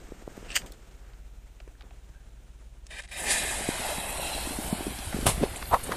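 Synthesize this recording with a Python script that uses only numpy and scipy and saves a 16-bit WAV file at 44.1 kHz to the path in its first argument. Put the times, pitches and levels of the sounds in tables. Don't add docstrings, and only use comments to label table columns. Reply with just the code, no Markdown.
import sys
import numpy as np
from scipy import signal
from scipy.fft import rfft, irfft
from scipy.io import wavfile
from scipy.ndimage import uniform_filter1d, map_coordinates

SR = 44100
rng = np.random.default_rng(int(sys.argv[2]) if len(sys.argv) > 2 else 0)


def put_to_file(sound):
    columns = np.atleast_2d(sound).T
    safe = np.clip(columns, -1, 1)
    whole_steps = np.round(safe * 32767)
    wavfile.write(sys.argv[1], SR, whole_steps.astype(np.int16))


def gain_from_db(level_db):
    decades = np.asarray(level_db, float) / 20
    return 10 ** decades


N = 262953

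# time_s, edge_hz
GAP = [(0, 9760), (1, 10200), (2, 10860), (3, 11560), (4, 12370), (5, 12830), (5.96, 13150)]


def rms_one(x):
    return x / np.sqrt(np.mean(x ** 2) + 1e-20)


def in_time(rows):
    s, *columns = np.transpose(rows)
    return [np.interp(np.arange(N) / SR, s, c) for c in columns]


def drift(rate_hz):
    r = np.exp(-80 * np.pi * rate_hz / SR)
    slow = signal.lfilter([1], [1, -2 * r, r * r], rng.standard_normal(N // 40 + 2002))[2000:]
    return np.interp(np.arange(N) / 40, np.arange(len(slow)), rms_one(slow))


def coloured(spectrum):
    hz, db = np.transpose(spectrum)
    bins_hz = np.arange(1, N // 2 + 2) * SR / N
    gain = gain_from_db(np.interp(np.log(bins_hz), np.log(hz), db))
    return rms_one(irfft(rfft(rng.standard_normal(N)) * gain, N))


def band(x, hz, octaves):
    edges = np.clip(hz * 2 ** (np.array([-.5, .5]) * octaves), 20, .45 * SR)
    return signal.sosfilt(signal.butter(2, edges, "band", fs=SR, output="sos"), x)


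def add(out, s, sound):
    at = max(round(s * SR), 0)
    out[at:at + len(sound)] += sound[:N - at]


def resonances(drive, modes, flutter_db, rate, order=1, bend=1):
    out = 0
    for k, (hz, width, db) in enumerate(modes):
        r = np.exp(-np.pi * width / SR)
        section = [(1 - r * r) / 2, 0, (r * r - 1) / 2, 1, -2 * r * np.cos(2 * np.pi * hz / SR), r * r]
        swell = gain_from_db(db + flutter_db * (drift(rate) + 0.2 * drift(2)))
        out = out + (-1) ** k * swell * signal.sosfilt([section, section], drive)
    edge_hz, = in_time(GAP)
    speed = edge_hz / edge_hz[-1]
    return rms_one(map_coordinates(out, [np.cumsum(bend * speed)], order=order))


def fuse():
    # pitch_hz at full speed, width_hz, level_db
    roar_modes = [(602, 230, -7), (787, 300, -2.5), (900, 303, -3), (1075, 420, -10.5), (420, 265, -17.5),
                  (1425, 300, -16)]
    throat_modes = [(1790, 124, 1.5), (1976, 160, 3), (2200, 250, 1), (2380, 160, 0), (2707, 140, 2.5)]
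    jet_modes = [(2800, 380, 2.5), (3375, 530, -2.5), (4900, 180, -10), (5370, 190, -2.5), (6040, 360, -6),
                 (7200, 340, -34)]
    whine_modes = [(4115, 420, 0)]
    spray_modes = [(8150, 4500, -8), (8500, 240, 7), (9150, 3750, 3), (10480, 690, -0.5),
                   (10530, 1700, 1.5), (11230, 3900, -2), (12490, 450, 6), (16350, 1500, -1.5)]
    # time_s, share (0-1)
    blurring = [(2.84, 0.4), (3.1, 0.57), (3.25, 0.5), (3.32, 0.7), (3.52, 0.6), (3.62, 0.8), (3.95, 0.8),
                (4.05, 0.2), (4.35, 0.48), (4.55, 0.86), (4.68, 0.87), (4.85, 0.8), (5.1, 1), (5.96, 1)]
    # time_s, level_db over the vigour
    whining = [(2.9, -3), (3.0, -5), (3.14, -5), (3.26, -18), (3.33, -8), (3.42, -4.5), (3.47, -10),
               (3.54, -8), (3.64, -13), (3.85, -14), (4.0, -6), (4.12, -12.5), (4.23, -7), (4.4, -3.5),
               (4.53, -9.5), (4.66, -28), (4.76, -9), (4.85, -24), (5.96, -13)]
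    # time_s, pitch_ratio
    narrowing = [(0, 1.025), (3.3, 1.01), (3.9, 1.01), (4.25, 1.01), (4.55, 1.055), (4.85, 1.06),
                 (5.96, 1.06)]

    vigour, choke_db, aim_db, flame_db = burning()
    jet_db = -1.5 + 0.33 * choke_db + aim_db
    throat_db = -14 + choke_db
    roar_db = 0.53 * choke_db + flame_db

    grain_size = gain_from_db(4.8 * np.minimum(rng.exponential(1, N), 3.6))
    grains = (rng.random(N) < 900 / SR) * grain_size * rng.choice([-1, 1], N)
    turbulence = gain_from_db(0.28 * drift(33) + 0.34 * drift(220))
    gas = (rng.standard_normal(N) + 0.2 * rms_one(grains)) * turbulence

    roar = gain_from_db(roar_db) * resonances(gas, roar_modes, flutter_db=2.6, rate=24)
    throat = gain_from_db(throat_db) * resonances(gas, throat_modes, flutter_db=2.2, rate=20)

    blur = np.clip(in_time(blurring)[0], 0, 1)
    wash = rms_one(band(gas[::-1], 2420, 1.81)) * gain_from_db(0.29 * drift(51))
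    clear_jet = resonances(gas, jet_modes, flutter_db=2.2, rate=16, order=3)
    jet = gain_from_db(jet_db + 1.05) * (np.sqrt(1 - blur) * clear_jet + np.sqrt(blur) * wash)
    whine = resonances(gas, whine_modes, flutter_db=1.5, rate=20, order=3, bend=in_time(narrowing)[0])
    jet = jet + gain_from_db(in_time(whining)[0]) * whine
    spray = gain_from_db(-0.27) * resonances(gas, spray_modes, flutter_db=1.7, rate=17, order=3)

    lag = SR * (.00145 + 0.00013 * drift(1.78))
    echo = np.interp(np.arange(N) - lag, np.arange(N), spray + jet)
    heard = roar + throat + 0.73 * (jet + spray + 0.37 * echo)
    close = np.clip((3.8 - np.arange(N) / SR) / .3, 0, 1)
    return vigour * (heard - .85 * close * band(heard, 1380, .34))


def burning():
    # time_s, vigour_db, choke_db by the sheath, aim_db of the jet at the microphone
    burn = [(3.115, -46.5, 5, -1.5), (3.155, -43.5, 3.5, -4.5), (3.19, -35, -1.5, -4),
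            (3.235, -34.5, -2, -13), (3.275, -35, 5.5, -5), (3.315, -29.5, 2.5, -6), (3.36, -32.5, 2.5, -5),
            (3.6, -35, -0.5, -5), (3.7, -36, 3.5, -4), (3.88, -34.5, 0, -2.5), (4.08, -36.5, -1, -7.5),
            (4.28, -36, -3, -0.5), (4.55, -37.5, -8, -2.5), (4.95, -41.5, -1.5, 0),
            (5.2, -41.5, -14.5, 2.5), (5.4, -43, 3.5, -3), (5.68, -45, -1, -2), (5.96, -44.5, -15, 6.5)]
    # start_s, length_s, level_db, choke_db
    spurts = [
        (2.89, 0.027, -66, -2),
        (2.908, 0.097, -50, 3.5),
        (2.986, 0.021, -55, 4),
        (3.017, 0.0096, -54, -14),
        (3.037, 0.02, -55, 9),
        (3.088, 0.018, -55.5, -7),
    ]
    # time_s, level_db
    flame_size = [(2.9, -12), (3.15, -16), (3.24, -10.5), (3.33, -11.5), (3.5, -10), (3.7, -9), (3.9, -4),
                  (4.0, -6), (4.2, -4), (4.37, -2), (4.5, -2), (4.58, -3.5), (4.66, -0.5), (4.8, -1.5),
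                  (4.95, -5), (5.2, -3.5), (5.5, -5.5), (5.96, -11)]
    rise_s, fall_s = .003, .004

    t = np.arange(N) / SR
    vigour_db, choke_db, aim_db = in_time(burn)
    choke_db = choke_db + 9 * np.exp(-np.maximum(t - 3.1, 0) / 0.97)
    vigour = gain_from_db(vigour_db) * np.exp(np.minimum(t - burn[0][0], 0) / rise_s)
    for s, length, db, extra_db in spurts:
        rise = np.minimum(t - s, 0) / rise_s
        fall = np.maximum(t - s - length, 0) / fall_s
        spurt = gain_from_db(db) * np.exp(rise - fall)
        choke_db = choke_db + extra_db * spurt / (spurt + vigour + 1e-9)
        vigour = vigour + spurt
    return vigour, choke_db, aim_db, in_time(flame_size)[0]


def bursts():
    # pitch_hz, width_octaves, level_db
    lighter = [(540, 1.1, -13), (1150, 0.32, -15), (1960, 0.6, -1.5), (2940, 0.24, -0.5), (4840, 0.2, -6),
               (5400, 1.2, -5.5), (6800, 0.29, -4), (8200, 0.13, -7.5), (12600, 1.1, -9)]
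    spring = [(1770, 0.19, -10), (2670, 0.16, 0.5), (3100, 0.11, -18), (4500, 0.036, -10),
              (5200, 0.054, -15), (8080, .2, -8.5), (2200, 2, -2.5)]
    flame = [(1754, 0.087, 1.5), (2140, 0.034, -6), (2420, 0.048, -10), (3520, 0.12, -4), (4820, .15, -6),
             (7500, 0.28, 1.5), (9300, 0.098, 2.5), (9460, 0.03, -3)]
    sole = [(60, 3.9, -3), (760, 1.27, 2.5), (2670, 1.13, -1), (4700, 2, -1.5), (9340, 0.49, 2.5)]
    pebble = [(53.4, 2.5, -12), (433, 0.48, 1), (850, 0.56, 4), (1980, 1.5, -16), (5000, 3.5, -19.5)]
    # top_s, rms_db, rise_s, fall_s, brightness_db per octave
    wheel_strokes = [
        (.452, -56, 0.013, 0.019, -7),
        (.546, -44, .004, 0.0066, -1.5),
        (.557, -29.5, 0.0023, 0.009, 3),
        (.5665, -22, 0.0062, 0.0025, 1),
        (.5735, -28.5, 0.002, 0.0047, -0.5),
        (.585, -46.5, .006, 0.018, 3.5),
        (.665, -56.5, 0.002, 0.017, 4.5),
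    ]
    spring_strokes = [(.494, -48, .01, 0.01, 0), (.504, -42.5, 0.0024, 0.02, 1),
                      (.516, -45, .004, .012, -2), (.529, -44, .005, 0.0074, 0)]
    flame_strokes = [
        (3.316, -33, 0.022, 0.032, 1),
        (3.38, -38.5, 0.017, 0.035, 1),
        (3.46, -44, .04, 0.083, -1.5),
    ]
    sole_strokes = [
        (5.262, -33, 0.0017, 0.0077, 0),
        (5.2665, -22, 0.001, 0.006, 0.83),
        (5.276, -27, 0.0073, 0.014, 0),
        (5.292, -31.5, 0.011, 0.027, 0.94),
    ]
    pebble_strokes = [
        (5.715, -32, 0.0027, 0.013, 0.5),
        (5.742, -24, 0.011, 0.011, 2.84),
        (5.769, -42, 0.0059, 0.004, 2),
        (5.921, -34.5, 0.0055, 0.01, 6.9),
    ]
    # top_s, rms_db, pitch_hz, length_s
    brushes = [(0.647, -42.5, 282, 0.0198), (1.096, -63, 1100, 0.1), (1.845, -61, 576, 0.045),
               (3.283, -42, 287, 0.13), (3.315, -28, 5000, 0.036), (5.08, -33.5, 44.6, 0.021),
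               (5.293, -35, 43.7, 0.22), (5.432, -29, 315, 0.02), (5.436, -37.5, 2020, 0.019),
               (5.929, -35, 520, 0.059), (2.949, -57.5, 220, 0.032), (3.14, -63, 161, 0.03),
               (4.912, -40, 155, 0.036), (5.517, -39, 40, 0.026), (5.898, -40.5, 131, 0.069),
               (1.765, -70, 170, 0.025), (1.799, -66, 2800, 0.017), (3.183, -51, 118, .03),
               (3.901, -42.5, 890, 0.046), (5.738, -31, 44.5, 0.029)]
    spits = [(5.561, -37.5, 8500, 0.014), (5.835, -35, 9150, 0.02), (5.87, -40, 8600, .0074)]
    whistles = [(5.701, -43, 12450, 0.023), (5.81, -52, 12600, .02)]

    rows = []
    for strokes, body in ((wheel_strokes, lighter), (spring_strokes, spring),
                          (flame_strokes, flame), (sole_strokes, sole)):
        for s, db, rise, fall, tilt_db in strokes:
            for hz, octaves, part_db in body:
                rows.append((s, db + part_db + tilt_db * np.log2(hz / 3000), hz, octaves, rise, fall))
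    for s, db, rise, fall, tilt_db in pebble_strokes:
        for hz, octaves, part_db in pebble:
            level_db = db + part_db + tilt_db * np.log2(hz / 900)
            rows.append((s, level_db, hz * 2 ** (tilt_db / 8), octaves, rise, fall))
    rows += [(s, db, hz, 2.05, length, length) for s, db, hz, length in brushes]
    rows += [(s, db, hz, 0.028, length, length) for s, db, hz, length in whistles]
    rows += [(s, db, hz, 0.56, 0.002, length) for s, db, hz, length in spits]

    out = np.zeros(N)
    for s, db, hz, octaves, rise, fall in rows:
        before, after = (4000, 8000) if max(rise, fall) > .02 else (2500, 4500)
        t = np.arange(-before, after) / SR
        hiss, lumps = rng.standard_normal((2, len(t)))
        grit = hiss * gain_from_db(1.4 * rms_one(uniform_filter1d(lumps, size=60)))
        shape = np.exp(np.where(t < 0, t / rise, -t / fall))
        rub = rms_one(band(band(grit, hz, octaves), hz, 4.4 * octaves))
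        add(out, s + t[0], gain_from_db(db) * shape * rub)
    return out


def ticks():
    # time_s, peak_db, pitch_hz
    taps = [
        (.734, -40, 6860),
        (1.676, -39, 2010),
        (5.126, -18.5, 1560),
    ]
    snaps = [(.662, -26, 7000), (.7205, -26, 11000), (1.469, -45, 1620), (4.989, -20.5, 3500),
             (5.045, -26, 1940), (5.213, -22, 2960), (5.2655, -20, 6000), (5.6256, -16, 2200),
             (5.919, -30, 2800)]
    pops = [(2.8605, -45, 4080), (2.8672, -27, 4100), (2.893, -50, 2800), (3.022, -32, 4000),
            (3.0365, -28, 2800), (3.0769, -36, 2500), (3.1155, -49, 3500), (.369, -33, 10000),
            (1.1345, -38, 1800)]
    clicks = [(.518, -23, 3700), (.618, -28, 1900), (.662, -38, 3000), (.7215, -26, 8500),
              (.911, -41, 3400), (1.678, -44, 6500), (1.72, -47, 7500), (5.545, -25, 1300),
              (1.602, -32, 2240), (1.809, -30.5, 2170), (1.8215, -32.5, 2550), (1.908, -37.5, 2000),
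              (4.173, -17, 2200), (5.4355, -23, 2550)]
    chinks = [(.3765, -38, 744), (.7215, -36, 3720), (.722, -31, 13400), (.505, -34, 8100),
              (2.044, -46, 3100), (2.046, -51, 1500), (5.57, -28, 4200), (5.575, -31, 3200),
              (5.656, -27, 4080), (5.658, -32, 2110), (5.8, -30, 1150), (.584, -26, 7200),
              (.5035, -22, 2670), (.5658, -8, 1960), (.572, -19, 1890), (1.603, -37.5, 660),
              (1.606, -45, 1150), (1.752, -43.5, 1600), (1.811, -40, 800), (1.812, -42, 1270),
              (1.909, -40, 760), (5.559, -25, 2200), (5.56, -26, 3200), (5.626, -19, 1200),
              (5.628, -27, 4900), (5.7445, -15, 1790), (5.745, -23, 2300), (5.731, -24, 1900),
              (5.865, -26, 1600), (5.9195, -9.5, 1140), (5.921, -22, 3660), (5.924, -25, 1920),
              (5.944, -24, 696)]
    # table, time to fall 60 dB (s), width (octaves), level of the dull body (dB)
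    kinds = ((taps, 0.081, 0.63, 2.5), (snaps, 0.0074, 1.4, 2.5), (pops, 0.02, 2, -30),
             (clicks, .02, 1.5, -25), (chinks, 0.011, 0.36, -28))

    out, t = np.zeros(N), np.arange(1300) / SR
    for rows, t60, octaves, body_db in kinds:
        for s, db, hz in rows:
            snap = rng.standard_normal(len(t)) * gain_from_db(-60 * t / t60) * (1 - np.exp(-t / 0.000099))
            snap[0] = 3.5
            crack = band(snap, hz, octaves) + gain_from_db(body_db) * band(snap, hz / 2.1, 0.55)
            add(out, s, gain_from_db(db - 9.0) * crack / np.abs(crack).max())
    return out


def knocks():
    # time_s, peak_db, pitch_hz
    grip_knocks = [(.019, -46, 350), (.088, -44, 250), (.121, -28, 370), (.223, -40, 282),
                   (.2773, -25, 440), (.505, -40, 362), (.634, -42, 234), (.705, -40.5, 365),
                   (1.834, -46, 500), (1.841, -46, 350), (1.851, -46, 206), (3.608, -28, 350),
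                   (3.689, -14.5, 293), (3.799, -37, 132), (4.645, -31, 184), (5.188, -21, 253),
                   (5.266, -15.5, 94.5), (5.2885, -17.5, 100), (5.378, -24.5, 155)]
    walk_knocks = [(1.676, -42.5, 417), (3.889, -31, 526), (3.981, -29, 207), (4.197, -27, 620),
                   (4.35, -33.5, 242), (4.472, -28.5, 292), (4.507, -28.5, 272), (4.587, -24, 261),
                   (4.989, -35, 258), (5.144, -21.5, 217), (5.164, -26, 367), (5.227, -26.5, 247),
                   (5.4232, -18, 268), (5.4362, -12.5, 468), (5.893, -26.5, 505)]
    more_walk_knocks = [(4.597, -36.5, 300), (4.658, -38, 420), (4.663, -38, 250), (4.732, -28.5, 805),
                        (4.751, -37, 280), (4.784, -39, 230), (4.826, -35, 380), (4.878, -27, 226),
                        (4.893, -36, 260), (4.518, -38, 300), (4.362, -38, 330), (4.379, -30, 620),
                        (5.4103, -26, 300), (5.417, -22.5, 256), (5.4304, -21, 245), (5.441, -25, 400),
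                        (5.49, -37, 700), (4.677, -35, 160), (5.463, -32, 850)]
    pull_knocks = [(4.727, -17, 215), (4.867, -23.5, 337), (4.807, -28, 310)]
    prods = [
        (.3768, -32, 282),
        (.4275, -36.5, 300),
        (5.257, -18, 297),
    ]
    slips = [(5.7115, -34, 880), (5.7142, -30, 900), (5.72, -29, 850), (5.7262, -24, 1130),
             (5.729, -18, 990), (5.733, -15, 800), (5.7373, -11, 760), (5.7415, -12.5, 850),
             (5.7438, -11, 1120), (5.748, -17.5, 980), (5.7545, -26, 890), (5.7645, -24, 800),
             (5.769, -31, 1000)]
    # table, swings until 60 dB down, direction of the first push
    kinds = ((grip_knocks, 2.33, -1), (walk_knocks + more_walk_knocks, 6.3, -1), (pull_knocks, 6.3, 1),
             (prods, 2.33, 1), (slips, 7.8, -1))

    out, t = np.zeros(N), np.arange(2200) / SR
    for rows, cycles, sign in kinds:
        for s, db, hz in rows:
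            sag = np.sin(2 * np.pi * hz * t * (1 - 3.6 * t))
            swing = sag * gain_from_db(-60 * t * hz / cycles) * (1 - np.exp(-t / 0.00095))
            add(out, s, sign * gain_from_db(db + 2.0) * swing / np.abs(swing).max())
    return signal.sosfilt(signal.butter(2, 70, "high", fs=SR, output="sos"), out)


def engine():
    # time_s, level_db
    idle = [(0, -57), (1, -55), (3, -55), (3.7, -55.5), (4.2, -55.5), (4.7, -52), (5.05, -49.5),
            (5.3, -45.5), (5.55, -49.5), (5.75, -51.5), (5.96, -55)]
    # multiple, level_db
    orders = [(1, -15), (2, 2), (3, 5), (4, -8), (5, -19), (6, -24), (7, -15.5), (8, -28), (9, -20),
              (10, -23.5)]
    # time_s, rate_hz
    firing = [(0, 15.351), (1, 15.906), (2, 17.069), (3, 18.315), (4, 19.502), (5, 20.474), (5.96, 20.725)]

    idle_db, = in_time(idle)
    turn = 2 * np.pi * (-.885 + np.cumsum(in_time(firing)[0]) / SR)
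    strength_db = idle_db + 1.6 * drift(57)
    puffs = sum(gain_from_db(db + 1.5 * drift(3)) * np.cos(k * turn + .15 * drift(3)) for k, db in orders)
    return np.sqrt(2) * gain_from_db(strength_db) * puffs


def night():
    # time_s, rustle_db
    rustling = [(0, -52.5), (.21, -53.5), (.56, -50), (.76, -56.5), (1.39, -62.5), (1.78, -62.5),
                (2.12, -62), (2.99, -64), (3.2, -61), (3.35, -42.5), (4.23, -43.5), (4.57, -44.5),
                (4.75, -42), (4.95, -52), (5.16, -40.5), (5.5, -44.5), (5.96, -47.5)]
    # pitch_hz, level_db per Hz
    rustle_spectrum = [(60, 9.5), (100, -0.5), (360, -1.5), (700, -6), (1000, -12), (1400, -9), (4500, -21),
                       (7400, -17.5), (14800, -31.5)]
    hiss_spectrum = [(180, -10), (300, -2), (600, -3.5), (1000, -2.5), (1300, -36), (1660, -15),
                     (2340, -5.5), (4000, -8), (4700, -16.5), (6500, -9.5), (10800, -14.5), (14800, -11.5)]

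    rustle_db, = in_time(rustling)
    wind_db = -58.5 + 0.079 * (rustle_db + 52)
    wind = rms_one(band(rng.standard_normal(N), 33.0, 2.75)) * gain_from_db(wind_db + 0.46 * drift(2.4))
    rustle = coloured(rustle_spectrum) * gain_from_db(rustle_db + 2.5 + 1.55 * drift(26))
    valve_open = np.exp(-((np.arange(N) / SR - 2.16) / 0.14) ** 2)
    whistle = rms_one(band(rng.standard_normal(N), 1600, 0.13))
    valve = gain_from_db(-71 + 3 * drift(11)) * valve_open * whistle
    hiss = coloured(hiss_spectrum) * gain_from_db(-67 + 0.31 * drift(6.8))
    return valve + wind + rustle + hiss


def scene():
    return np.tile(engine() + night() + fuse() + knocks() + ticks() + bursts(), (2, 1))


def band_limit(x):
    return signal.sosfilt(signal.butter(12, 15310, fs=SR, output="sos"), x)


def record(dry):
    # start_s, end_s, low_hz, high_hz, share of empty cells (0-1)
    starved = [(.4, 2.88, 11600, 14700, .06), (1.8, 2.88, 9000, 11400, .06), (2.8, 3.17, 9900, 11500, .45),
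               (2.88, 3.12, 13600, 14700, .7), (3.12, 3.75, 14500, 14700, .6),
               (3.12, 3.42, 13600, 14130, .9), (3.593, 3.617, 13600, 14700, 1), (3.3, 3.8, 4800, 6600, .08),
               (3.98, 4.27, 4800, 7200, .35), (4.3, 4.45, 6000, 7200, .15), (4.7, 4.95, 5000, 6900, .45),
               (5.0, 5.25, 5300, 6500, .15), (5.38, 5.96, 5000, 7200, .25)]

    rounded = np.tanh(dry[0] / 0.91) * 0.89
    hz, s, cells = signal.stft(rounded, SR, "blackman", nperseg=1024, noverlap=768)
    hz, edge = hz[:, None], np.interp(s, *np.transpose(GAP))
    kept = (hz < edge) | (hz > 1.188 * edge) & (hz < 14660) & (s < 3.73)
    streaks = uniform_filter1d(rng.standard_normal(cells.shape), size=3, axis=0)
    streaks = uniform_filter1d(streaks, size=14, axis=1)
    for start, end, low, high, share in starved:
        patch = (s > start) & (s < end) & (hz > low) & (hz < high)
        kept &= ~(patch & (streaks < np.quantile(streaks[::8, ::4], share)))
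    mono = signal.istft(cells * kept, SR, "blackman", nperseg=1024, noverlap=768)[1][:N]
    return band_limit(np.tile(mono, (2, 1)))


dry = scene()
out = record(dry)
put_to_file(out)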